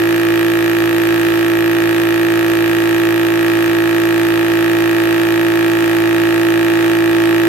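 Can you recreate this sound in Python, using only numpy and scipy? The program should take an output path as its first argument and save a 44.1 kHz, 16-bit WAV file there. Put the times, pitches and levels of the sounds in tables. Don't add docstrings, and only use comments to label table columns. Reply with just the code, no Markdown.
import sys
import numpy as np
from scipy import signal
from scipy.fft import rfft, irfft, next_fast_len
from scipy.io import wavfile
from scipy.ndimage import uniform_filter1d

SR = 44100
rng = np.random.default_rng(int(sys.argv[2]) if len(sys.argv) > 2 else 0)


def dump_mix(stems):
    frames = np.atleast_2d(stems).T
    limited = np.clip(frames, -1, 1)
    pcm = np.round(limited * 32767).astype(np.int16)
    wavfile.write(sys.argv[1], SR, pcm)


def ratio_of_db(decibels):
    return 10 ** (np.asarray(decibels, float) / 20)


N = 329862

# (frequency [Hz], left level [dB], right level [dB])
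FAN_COLOUR = [(20, -29, -34), (45, -12.5, -7), (171, -6.5, -17), (463, -4.5, -11), (920, -6, -9),
              (1050, -7.5, -9), (1500, -6, -2.5), (1550, -4.5, -8), (1970, -3.5, -7), (2720, -12, -5),
              (3900, -15.5, -12), (6500, -21.5, -28), (10000, -23, -29.5), (15700, -36.5, -22)]
# (frequency [Hz], left level [dB], right level [dB])
PUFF_COLOUR = [(706, -18, -21), (1200, -16, -21), (1770, -17, -16), (2520, -32, -26), (4000, -24.5, -11),
               (7000, -14.5, -15), (6900, -18, -18), (8230, -12.5, -21.5), (9800, -21, -21),
               (10170, -16, -21.5), (12900, -11, -18), (13900, -17.5, -25), (14900, -35, -30),
               (15900, -21, -32)]
# (frequency [Hz], likeness [0-1])
LIKENESS = [(60, 0.23), (300, 0.7), (1400, 0.15), (3000, 0), (7000, 0.05), (15000, 0)]
# (start [turns], rise [turns], hold [turns], fall [turns], level [dB])
AIR_PUFFS = [
    (0, .008, .012, .02, 0),
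    (.02, .01, .06, .03, -6),
    (-.26, .03, .24, .02, -11),
    (.165, .008, .005, .015, -9),
    (.25, .008, .005, .02, -11),
]
# (time after the knock [turns], level [dB])
PLATE_TAPS = [
    (0, 0),
    (.03, -3),
    (.06, -2),
    (.15, -7),
    (.235, -9),
    (.8, -14),
    (.88, -13),
]
# (time after the knock [turns], level [dB])
VALVE_BLOWS = [
    (-.0126, 0),
]
# (time after the knock [turns], level [dB])
VALVE_BOUNCES = [
    (.17, -22.5),
    (.25, -20),
    (.48, -19),
    (.76, -16.5),
    (0.879, -26.5),
]
# (frequency [Hz], width [Hz], left gain [ratio], right gain [ratio])
CASING_MODES = [ (396, 8, -2.32, -4.51), (450, 8, -2.78, 1.2), (514, 8, -27.3, -22.2), (521, 11, 26.2, 22),
                (658, 55, 1.6, .21), (674, 8, -1.78, -1.92), (820, 28, -1.87, -1.29), (881, 8, 6.61, 3.82),
                (957, 12, .32, .69), (1134, 17, -2.82, -1.56), (1337, 287, -.09, 4.91),
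                (1361, 178, .07, -5.16), (1581, 69, .95, -1.95), (1615, 51, .95, 1.8),
                (1804, 272, -2.86, -.58), (1899, 27, -.09, -1.78), (2106, 219, -1.35, 1.16),
                (2325, 2652, 1.27, -.96), (2359, 89, -.83, -.88), (2479, 111, -1.02, -.93),
                (2689, 590, -1.05, -.16), (3195, 91, .17, -.34), (3363, 600, -1, 1.28),
                (3448, 251, .36, -.73), (3941, 600, -.06, .68), (4614, 1200, -1.14, .16),
                (4723, 587, .62, .51), (5956, 295, -.57, .17), (3770, 90, .35, .55),
                (6453, 204, -.34, -1.02)]
# (multiple of shaft speed [ratio], left level [dB], right level [dB])
HOUSING_TONES = [(1, -53.3, -59.2), (2, -31.3, -31.4), (3, -36.4, -36.6), (4, -43.8, -39),
                 (5, -43.2, -31.4), (10, -50, -48), (11, -37, -36), (13, -43, -40)]

START_SPEED, FULL_SLOWING = 56.08995, .529835
FILL_S = 12.7605
FIRST_KNOCK_TURN = .0906
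RIGHT_LAG = 14
KNOCK_DB = -1.1


def level(x, db):
    return x * ratio_of_db(db) / np.sqrt(np.mean(x ** 2))


def ring(x, hz, width):
    return signal.lfilter(*signal.iirpeak(hz, hz / width, fs=SR), x)


def walk(rate):
    span = int(SR / rate)
    smooth = uniform_filter1d(rng.standard_normal(N), span)
    return level(uniform_filter1d(smooth, span), 0)


def air(noise, colour):
    size = next_fast_len(N)
    log_hz = np.log(np.fft.rfftfreq(size, 1 / SR) + 1)
    hz, like = np.transpose(LIKENESS)
    like = np.clip(np.interp(log_hz, np.log(hz), like), 0, 1)
    shared, opposite = rfft(noise, size) * np.sqrt([1 + like, 1 - like])
    hz, *ports = np.transpose(colour)
    gain = ratio_of_db([np.interp(log_hz, np.log(hz), db) for db in ports])
    left, right = irfft(gain * [shared + opposite, shared - opposite], size)[:, :N]
    return level(np.array([left, np.roll(right, RIGHT_LAG)]), 0)


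def pushes(turn, table, jitter_s, scatter_db, push_s):
    turns = np.arange(int(turn[0]), int(turn[-1]) + 1)
    chance = rng.standard_normal((len(turns), len(table), 2))
    share, db = np.transpose(table)
    at = np.interp(turns[:, None] + share, turn, np.arange(len(turn)))
    at = at + jitter_s * SR * chance[..., 0]
    near = np.clip(at.astype(int)[..., None] + np.arange(-16, 17), 0, len(turn) - 1)
    bell = np.exp(-.5 * ((near - at[..., None]) / (push_s * SR)) ** 2)
    push = bell * ratio_of_db(db + scatter_db * chance[..., 1])[..., None]
    return np.bincount(near.ravel(), push.ravel(), len(turn))


def fan():
    return air(rng.standard_normal((2, N)), FAN_COLOUR) * ratio_of_db(-27.0 + .5 * walk(6.1))


def puffs(turn):
    scatter_db = 1.2
    size = ratio_of_db(scatter_db * rng.standard_normal((int(turn[-1]) + 3, len(AIR_PUFFS))))
    gate = 0
    for k, (share, rise, hold, fall, db) in enumerate(AIR_PUFFS):
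        since = (turn - share + .25) % 1 - .25
        cycle = np.round(turn - share - since).astype(int) + 1
        swell_and_fade = np.minimum(since / rise, (hold - since) / fall)
        gate = gate + ratio_of_db(db) * size[cycle, k] * np.exp(np.minimum(swell_and_fade, 0))
    return air(gate * rng.standard_normal((2, N)), PUFF_COLOUR) * ratio_of_db(KNOCK_DB - 34)


def plate(turn, ring_db):
    taps = pushes(turn, PLATE_TAPS, jitter_s=1.6e-5, scatter_db=.6, push_s=1.5e-5)
    rub = ratio_of_db(-7.0) * rng.standard_normal((2, N))
    taps = level(taps - taps.mean(), 0) + rub
    low, high = ring(taps, 12230, 230), ring(taps, 12490, 200)
    left, right = ring(low + ratio_of_db([[-6], [-2]]) * high, 12330, 600)
    both = level(np.array([left, np.roll(right, RIGHT_LAG)]), 0)
    return both * ratio_of_db(ring_db + np.array([[1], [-2]]))


def valve(turn, swell_db):
    earlier = turn[0] - np.arange(SR // 2, 0, -1) * START_SPEED / SR
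    turn = np.concatenate([earlier, turn])
    even = pushes(turn, VALVE_BLOWS, jitter_s=0, scatter_db=0, push_s=5e-5)
    uneven = pushes(turn, VALVE_BLOWS, jitter_s=1.1e-5, scatter_db=.5, push_s=6e-5)
    uneven = uneven + pushes(turn, VALVE_BOUNCES, jitter_s=.00041, scatter_db=1.0, push_s=7e-5)
    heavy = light = 0
    for hz, width, left, right in CASING_MODES:
        gain = np.array([[left], [right]])
        if hz < 1200:
            heavy = heavy + gain * ring(even, hz, width)
        else:
            light = light + gain * ring(uneven, hz, width)
    return heavy[:, -N:] * ratio_of_db(swell_db - .9) + light[:, -N:] * ratio_of_db(KNOCK_DB + 1.7)


def housing(turn, hum_db):
    left_lead = np.array([[.0276], [0]])
    pan = ratio_of_db(np.array([[-1.3], [1.3]]))
    angle = 2 * np.pi * 6 * (turn + .0093 + left_lead)
    hum = np.cos(angle + .05 * walk(60)) * ratio_of_db(.4 * walk(70))
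    panel = ring(ring(rng.standard_normal((2, N)), 350, 150), 350, 150)
    panel = level(panel, -24.5)
    tones = 0
    for k, left, right in HOUSING_TONES:
        tone = np.cos(2 * np.pi * k * turn - 2.1) * ratio_of_db(.39 * walk(21))
        tones = tones + ratio_of_db([[left], [right]]) * tone
    return pan * ratio_of_db(hum_db + 1.5) * (np.sqrt(2) * hum + panel) + np.sqrt(2) * tones


def scene():
    pressure = 1 - np.exp(-np.arange(N) / SR / FILL_S)
    turn = np.cumsum(START_SPEED - FULL_SLOWING * pressure) / SR - FIRST_KNOCK_TURN
    load = pressure / pressure[-1]
    hum_db = -15 + 1.5 * load ** 8
    ring_db = -37.5 - 4 * load ** 2
    knock_turn = turn - .0015 * load
    background = fan() + puffs(turn) + plate(turn, ring_db)
    return background + valve(knock_turn, 2.5 * load) + housing(turn, hum_db)


def band_limit(x):
    return signal.sosfilt(signal.butter(12, 15860, fs=SR, output="sos"), x)


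def record(dry):
    top_cut = signal.ellip(10, .2, 80, 15780, fs=SR, output="sos")
    heard = signal.sosfilt(top_cut, dry)
    return band_limit(np.clip(heard, -1, 1))


dry = scene()
out = record(dry)
dump_mix(out)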